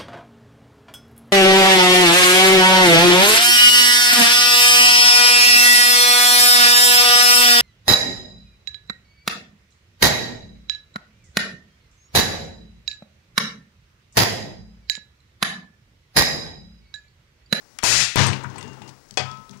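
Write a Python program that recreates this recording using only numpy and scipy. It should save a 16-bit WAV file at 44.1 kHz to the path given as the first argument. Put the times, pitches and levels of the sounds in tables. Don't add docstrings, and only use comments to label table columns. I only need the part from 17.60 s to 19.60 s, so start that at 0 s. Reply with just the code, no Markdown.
import sys
import numpy as np
from scipy import signal
from scipy.fft import rfft, irfft
from scipy.io import wavfile
from scipy.ndimage import uniform_filter1d

SR = 44100
rng = np.random.default_rng(int(sys.argv[2]) if len(sys.argv) > 2 else 0)


def amplitude_ratio(level_db):
    exponent = np.asarray(level_db, float) / 20
    return 10 ** exponent


def master_out(mix):
    frames = np.transpose(np.atleast_2d(mix))
    ceiling = np.clip(frames, -1, 1)
    pcm = np.round(ceiling * 32767).astype(np.int16)
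    wavfile.write(sys.argv[1], SR, pcm)


N = 88200

LINE_HZ = 15734.2
# start_s, level_db
SHAKING = [(.558, -23), (.595, -16), (.645, -20), (.71, -27.5), (.79, -38), (.87, -45), (1.0, -42.5),
           (1.15, -48.5), (1.3, -50), (1.41, -65.5)]


def read(points, hz):
    table_hz, value = np.transpose(points)
    return np.interp(np.log(hz + 1), np.log(table_hz + 1), value)


def evened(x):
    return x / np.sqrt(np.mean(x ** 2) + 1e-20)


def colour(x, points):
    gain = amplitude_ratio(read(points, np.fft.rfftfreq(len(x), 1 / SR)))
    return evened(irfft(rfft(x) * gain, len(x)))


def band(x, hz, width):
    sharpness = max(hz / min(width, SR * .4), .2)
    return signal.lfilter(*signal.iirpeak(min(hz, SR * .45), sharpness, SR), x)


def lumpy(x, depth_db):
    spectrum = rfft(x)
    smoothing = max(int(40.1 * len(x) / SR), 2)
    lumps = evened(uniform_filter1d(rng.standard_normal(len(spectrum)), smoothing))
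    return evened(irfft(spectrum * amplitude_ratio(depth_db * lumps), len(x)))


def level(curve):
    s, db = np.transpose(curve)
    t = np.arange(N) / SR
    db = np.interp(t, s, db) - 150 * np.maximum(t - s[-1], 0)
    return amplitude_ratio(db) * (t >= s[0]), db


def add(mix, s, sound):
    part = mix[round(s * SR):][:len(sound)]
    part += sound[:len(part)]


def ring(modes, upper_db=0, rise=0.00099, start=0):
    t = np.arange(SR) / SR
    upper_from_hz = modes[0][0] * 1.5
    out = np.zeros(SR)
    for hz, db, t60 in modes:
        fade = amplitude_ratio(db + upper_db * (hz > upper_from_hz) - 60 * t / t60)
        out += fade * np.sin(2 * np.pi * hz * (t + start))
    return (1 - np.exp(-t / rise)) * out


def choke(after_s):
    return np.maximum(np.arange(SR) / SR - after_s, 0)


def yard():
    # pitch_hz, level_db per Hz
    air = [(15, -59), (25, 4), (118, 1), (1980, -10), (3150, -17.5), (5420, -10), (8600, -18.5),
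           (15200, -21), (16500, -46)]
    swell = amplitude_ratio(0.5 * evened(uniform_filter1d(rng.standard_normal(N), 4000)))
    return amplitude_ratio(-56.5) * swell * colour(rng.standard_normal(N), air)


def whine():
    return amplitude_ratio(-57.5) * np.sin(2 * np.pi * LINE_HZ * np.arange(N) / SR)


def idle():
    t = np.arange(N) / SR
    field_hz = 59.94
    buzz = sum(np.sinc(k / 24.0) * np.cos(2 * np.pi * k * field_hz * t) for k in range(1, 56))
    hiss = amplitude_ratio(-79) * rng.standard_normal(N)
    whistles = amplitude_ratio(-90) * np.sin(2 * np.pi * LINE_HZ * t) + amplitude_ratio(-86) * np.sin(2 * np.pi * 8000 * t)
    return hiss + amplitude_ratio(-83) * evened(buzz) + whistles


def knocks():
    # start_s, peak_db, pitch_hz, fade_s (time to fall 60
    # dB), width as a share of pitch
    knock_bursts = [(.1868, -10.5, 6230, 0.0068, 0.88), (.2375, -8.5, 6400, 0.044, 0.24),
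                    (.5578, -5.5, 11600, 0.015, 2.2), (.666, -15, 6950, 0.033, 0.72),
                    (.7305, -17.5, 2530, 0.051, 0.67), (.835, -36.5, 7400, 0.051, 0.29),
                    (.843, -26, 1470, 0.098, 0.39), (.958, -36.5, 4600, 0.04, 0.5),
                    (.9815, -31, 8150, 0.024, 0.34), (.982, -29, 2180, 0.037, 0.53),
                    (1.009, -31, 4200, 0.027, 0.9), (1.0265, -30.5, 4040, 0.032, 1),
                    (1.078, -39, 5370, 0.021, 0.38), (1.13, -47, 5330, 0.15, 0.64),
                    (1.2185, -34, 1980, 0.037, 1.6), (1.276, -39.5, 5000, 0.089, 0.77),
                    (1.29, -36.5, 4570, 0.047, 1), (1.488, -44, 5830, .02, 0.28),
                    (1.5088, -24.5, 5050, 0.012, 1.1), (1.54, -36, 5130, 0.026, 0.43),
                    (1.7135, -26, 5100, 0.013, 0.37), (1.772, -39, 4930, 0.013, 0.44),
                    (1.8935, -26.5, 4100, 0.0087, 0.77), (1.9095, -35.5, 5530, 0.025, 0.33),
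                    (1.93, -45, 1296, 0.23, 2.1), (1.972, -44.5, 6500, 0.034, 0.31),
                   (.1875, -22.5, 1830, 0.037, 1.04), (.899, -42, 5940, .05, 0.31),
                   (1.036, -43, 5200, 0.021, 0.39), (1.286, -46, 3120, 0.032, 0.13)]
    out, t = np.zeros(N), np.arange(6000) / SR
    for s, db, hz, t60, wide in knock_bursts:
        noise = rng.standard_normal(len(t))
        burst = evened(band(band(noise, hz, hz * wide), hz, 1.9 * hz * wide))
        add(out, s, 0.5 * burst * amplitude_ratio(db - 60 * t / t60) * np.minimum(t / 0.00092, 1))
    return out


def latch():
    # pitch_hz, level_db, fade_s (time to fall 60 dB)
    latch_tones = [(306, -35, 0.0091), (3250, -48, 0.44), (760, -33, 0.018)]
    out = np.zeros(N)
    add(out, .187, ring(latch_tones))
    return out


def pops():
    # start_s, pressure (negative sucks first), length_s
    pulses = [(0.2274, 0.22, 0.000045), (0.2331, -1.07, 0.00012), (0.2382, 0.19, 0.0011),
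              (0.5580, 0.61, 0.00055), (0.5584, 0.3, 0.000015)]
    out = np.zeros(N)
    for s, size, length in pulses:
        u = np.arange(800) / SR / length
        add(out, s, size * 2.2 * u * (2 - u) * np.exp(-u))
    return out


def cannon():
    # start_s, level_db
    flow = [(0.228, -37), (0.235, -25), (0.239, -20), (0.3, -17), (0.426, -17.5), (0.55, -29.5)]
    # pitch_hz, level_db per Hz
    jet_spectrum = [(35, -20), (110, -4), (230, -16.5), (586, -16), (2520, -4.5), (2900, -7.5), (7080, -5),
                    (14700, -33), (16500, -76)]
    # pitch_hz, width_hz, level_db
    barrel = [(1884, 580, -10.5), (2594, 230, -11), (4980, 1950, -4), (6740, 1900, -13)]
    gain, db = level(flow)
    lost_db = db - db.max()
    age = np.maximum(np.arange(N) / SR - flow[2][0], 0)
    air, breath, rumble, spray = rng.standard_normal((4, N))

    whistles = sum(amplitude_ratio(g) * evened(band(band(breath, hz, w), hz, w)) for hz, w, g in barrel)
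    jet = colour(lumpy(air, 3.5), jet_spectrum) + amplitude_ratio(0.36 * lost_db) * whistles
    low = signal.filtfilt(*signal.butter(2, 4000, fs=SR), jet)
    bass = signal.filtfilt(*signal.butter(2, 1400, fs=SR), jet)
    jet = low - bass + bass * amplitude_ratio(1.2 * lost_db) + (jet - low) * amplitude_ratio(lost_db)

    roar_db = -9.5 - 106 * np.maximum(age - 0.037, 0)
    roar = evened(band(rumble, 760, 760)) * amplitude_ratio(roar_db)
    fizz = evened(band(spray, 8850, 4200)) * amplitude_ratio(-6.5 - 102 * age)
    return gain * (0.77 * jet + roar + fizz)


def rings():
    # start_s, pitch_hz, level_db, fade_s (time to fall 60 dB), rise_s
    notes_of_parts = [(0.228, 4200, -23, .012, .0003), (0.2389, 975, -12, 0.023, .001),
                      (0.675, 8300, -25.5, 0.087, .003), (.668, 8100, -33, .08, .002),
                      (.668, 9200, -44, 0.13, .002), (.838, 960, -24.5, .05, 0.0019),
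                      (0.843, 1476, -22, 0.022, .002), (.958, 853, -26.5, 0.027, 0.00091),
                      (0.981, 8370, -36.5, 0.071, .001), (.982, 7957, -42, 0.091, .001),
                      (.982, 10200, -47, 0.032, 0.0011), (0.984, 1042, -32, 0.058, 0.0025),
                      (1.025, 900, -32, 0.034, 0.0014), (1.04, 434, -38.5, 0.14, 0.0049),
                      (1.05, 240, -39, .3, 0.017), (1.075, 880, -43, 0.1, 0.0022),
                      (1.102, 402, -41, 0.18, .006), (1.14, 346, -48, .2, 0.0087),
                      (1.166, 850, -40.5, 0.074, 0.0027), (1.2175, 850, -31, 0.028, 0.0014),
                      (1.224, 337, -41, 0.14, 0.0068), (1.281, 870, -37.5, 0.058, .002),
                      (0.901, 1070, -38, 0.036, 0.0018), (1.01, 2010, -35.5, 0.025, .001),
                      (1.92, 893, -49, 0.12, .005), (1.955, 1010, -46.5, 0.11, 0.0054)]
    out = np.zeros(N)
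    for s, hz, db, t60, rise in notes_of_parts:
        add(out, s, ring([(hz, db, t60)], rise=max(rise, 1e-4)))
    return out


def sheet():
    # pitch_hz, level_db per Hz
    hard_spectrum = [(60, -22), (130, -15), (584, -20.5), (1090, -13), (1390, -18), (1830, -16.5),
                     (6090, -23), (15000, -52), (16500, -66)]
    # pitch_hz, level_db per Hz
    soft_spectrum = [(65, -24), (300, -5.5), (600, -17), (880, -13.5), (1340, -15.5), (4060, -32.5),
                     (6430, -37), (16500, -77)]
    gain, db = level(SHAKING)
    rattles_per_s, spread_db = 2200, 3
    taps = amplitude_ratio(spread_db * np.minimum(rng.exponential(1, N), 5)) * (rng.random(N) < rattles_per_s / SR)
    tapping = evened(signal.lfilter([1], [1, -.985], taps))
    drive = lumpy(rng.standard_normal(N) * (1.8 + tapping), 1)
    hard_db, soft_db = -17, -51
    hard = np.clip((db - soft_db) / (hard_db - soft_db), 0, 1)
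    return gain * (hard * colour(drive, hard_spectrum) + (1 - hard) * colour(drive, soft_spectrum))


def box():
    # pitch_hz, level_db, fade_s (time to fall 60 dB)
    box_tones = [(99, -4, .4), (132, 0, .45), (201, -11, .2), (245, -20, .25), (400, -22, .15)]
    # start_s, level_db, upper_tones_db, lowest_tone_db
    blows = [(0.563, -21, 1, 0), (.585, -14, 3, 4.5), (0.626, -15, -4, -8), (0.669, -19, -4, 7),
             (0.725, -25.5, 9.5, -16), (0.844, -28, 5.5, 0), (0.888, -34, 7, 1.5), (0.961, -37.5, 2, 2),
             (1.029, -40, 12, 4), (1.1, -36.5, 5, -46), (1.21, -42, 12, 0), (1.278, -42.5, 4, -2),
             (1.51, -48, 16, 1), (1.59, -29.5, 3, 2), (1.627, -29.5, 0.5, -2), (1.718, -40, 8.5, -13),
             (1.777, -48.5, 17, -1), (1.896, -43, 17, -4), (1.947, -46.5, 17, -32)]
    out = np.zeros(N)
    gaps = np.diff([row[0] for row in blows] + [N / SR])
    for (s, db, upper_db, low_db), gap in zip(blows, gaps):
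        detune = 1 + .002 * rng.uniform(-0.86, 1, len(box_tones))
        modes = []
        for (hz, g, t60), shift in zip(box_tones, detune):
            modes.append((hz * shift, g + low_db * (hz == box_tones[0][0]), t60))
        add(out, s, amplitude_ratio(db - 2200 * choke(gap)) * ring(modes, upper_db, 0.0058, s))

    noise, rumble = rng.standard_normal(N), np.zeros(N)
    for hz, db, _ in box_tones:
        narrow = band(noise, hz, 14 * hz / 100)
        rumble += amplitude_ratio(db / 2) * evened(band(narrow, hz, hz / 2))
    shaking = uniform_filter1d(level(SHAKING)[0], 800, origin=399)
    return out + amplitude_ratio(-13) * shaking * rumble


def rod():
    # start_s, low_tone_db, middle_pair_db, top_tone_db, free_s (time until damped)
    hits = [(.672, -52, -48, -42, .16), (.735, -46, -60, -58, .045), (.982, -51, -58, -70, .04),
            (1.03, -51, -60, -66, .105), (1.078, -70, -59, -75, .055), (1.219, -54, -64, -75, .06)]
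    rod_hz = [2789, 6519, 7100, 8280]
    rod_fade = [1.1, .3, .25, .3]
    out = np.zeros(N)
    for s, low_db, mid_db, top_db, free in hits:
        modes = list(zip(rod_hz, [low_db, mid_db, mid_db, top_db], rod_fade))
        add(out, s, ring(modes) * amplitude_ratio(-1500 * choke(free)))
    return out


def drop():
    # pitch_hz, level_db per Hz
    crack_spectrum = [(150, -54), (250, -14.5), (741, -6), (1780, -9.5), (3410, -8), (4130, -14.5),
                      (4750, -7.5), (8330, -18.5), (16500, -56)]
    pipe_hz = [420, 487, 749, 2280, 2525, 2778, 3364, 4355]
    # level_db, fade_s (time to fall 60 dB)
    pipe = [(-29, .1), (-27, .1), (-21, .075), (-27, .11), (-22, .13), (-38, .22), (-21, .12), (-29, .08)]
    t, out = np.arange(SR // 2) / SR, np.zeros(N)
    land_s, land_db = 1.5722, -18
    crack = colour(rng.standard_normal(len(t)), crack_spectrum)
    clatter = colour(rng.standard_normal(len(t)), crack_spectrum)
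    clatter = evened(signal.lfilter(*signal.butter(1, 2410, fs=SR), clatter))
    landing = crack * amplitude_ratio(land_db - 60 * t / 0.09) + clatter * amplitude_ratio(-38 - 60 * t / 0.65)
    add(out, land_s, np.minimum(t / 0.00013, 1) * landing)
    add(out, land_s + .023, clatter * amplitude_ratio(land_db - 6 - 60 * t / 0.14))
    add(out, land_s, ring([(hz, *rest) for hz, rest in zip(pipe_hz, pipe)]))
    return out


def chime():
    chime_hz = [904, 1028, 1292]
    # level_db, fade_s (time to fall 60 dB)
    chime_tones = [(-45, .8), (-40.5, .6), (-31, .55)]
    out = np.zeros(N)
    add(out, 1.65, ring([(hz, *rest) for hz, rest in zip(chime_hz, chime_tones)], rise=.02))
    return out


def fences(x):
    t = np.arange(SR // 2) / SR
    tail = rng.standard_normal(len(t)) * amplitude_ratio(-60 * t / 0.35) * (t > .008)
    tail = band(tail, 1630, 3600)
    return amplitude_ratio(-13.5) * signal.fftconvolve(x, tail / np.linalg.norm(tail))[:N]


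def scene():
    struck = knocks() + rod() + box()
    no_deep_bass = signal.butter(4, 77, "high", fs=SR, output="sos")
    struck = signal.sosfilt(no_deep_bass, struck)
    hits = struck + rings() + drop() + chime() + pops() / 2
    left = 2 * (yard() + whine() + latch() + cannon() + sheet() + hits + fences(hits))
    return np.array([left, idle()])


def low_pass(x):
    return signal.sosfilt(signal.butter(12, 16810, fs=SR, output="sos"), x)


def record(dry):
    x = signal.lfilter(*signal.butter(2, 10740, fs=SR), dry)
    knee = np.where(x < 0, .54, 1.0)
    x = x / (1 + np.abs(x / knee) ** 5) ** (1 / 5)
    x = signal.sosfilt(signal.ellip(8, 1, 50, 15900, fs=SR, output="sos"), x)
    return low_pass(x)


dry = scene()
out = record(dry)
master_out(out)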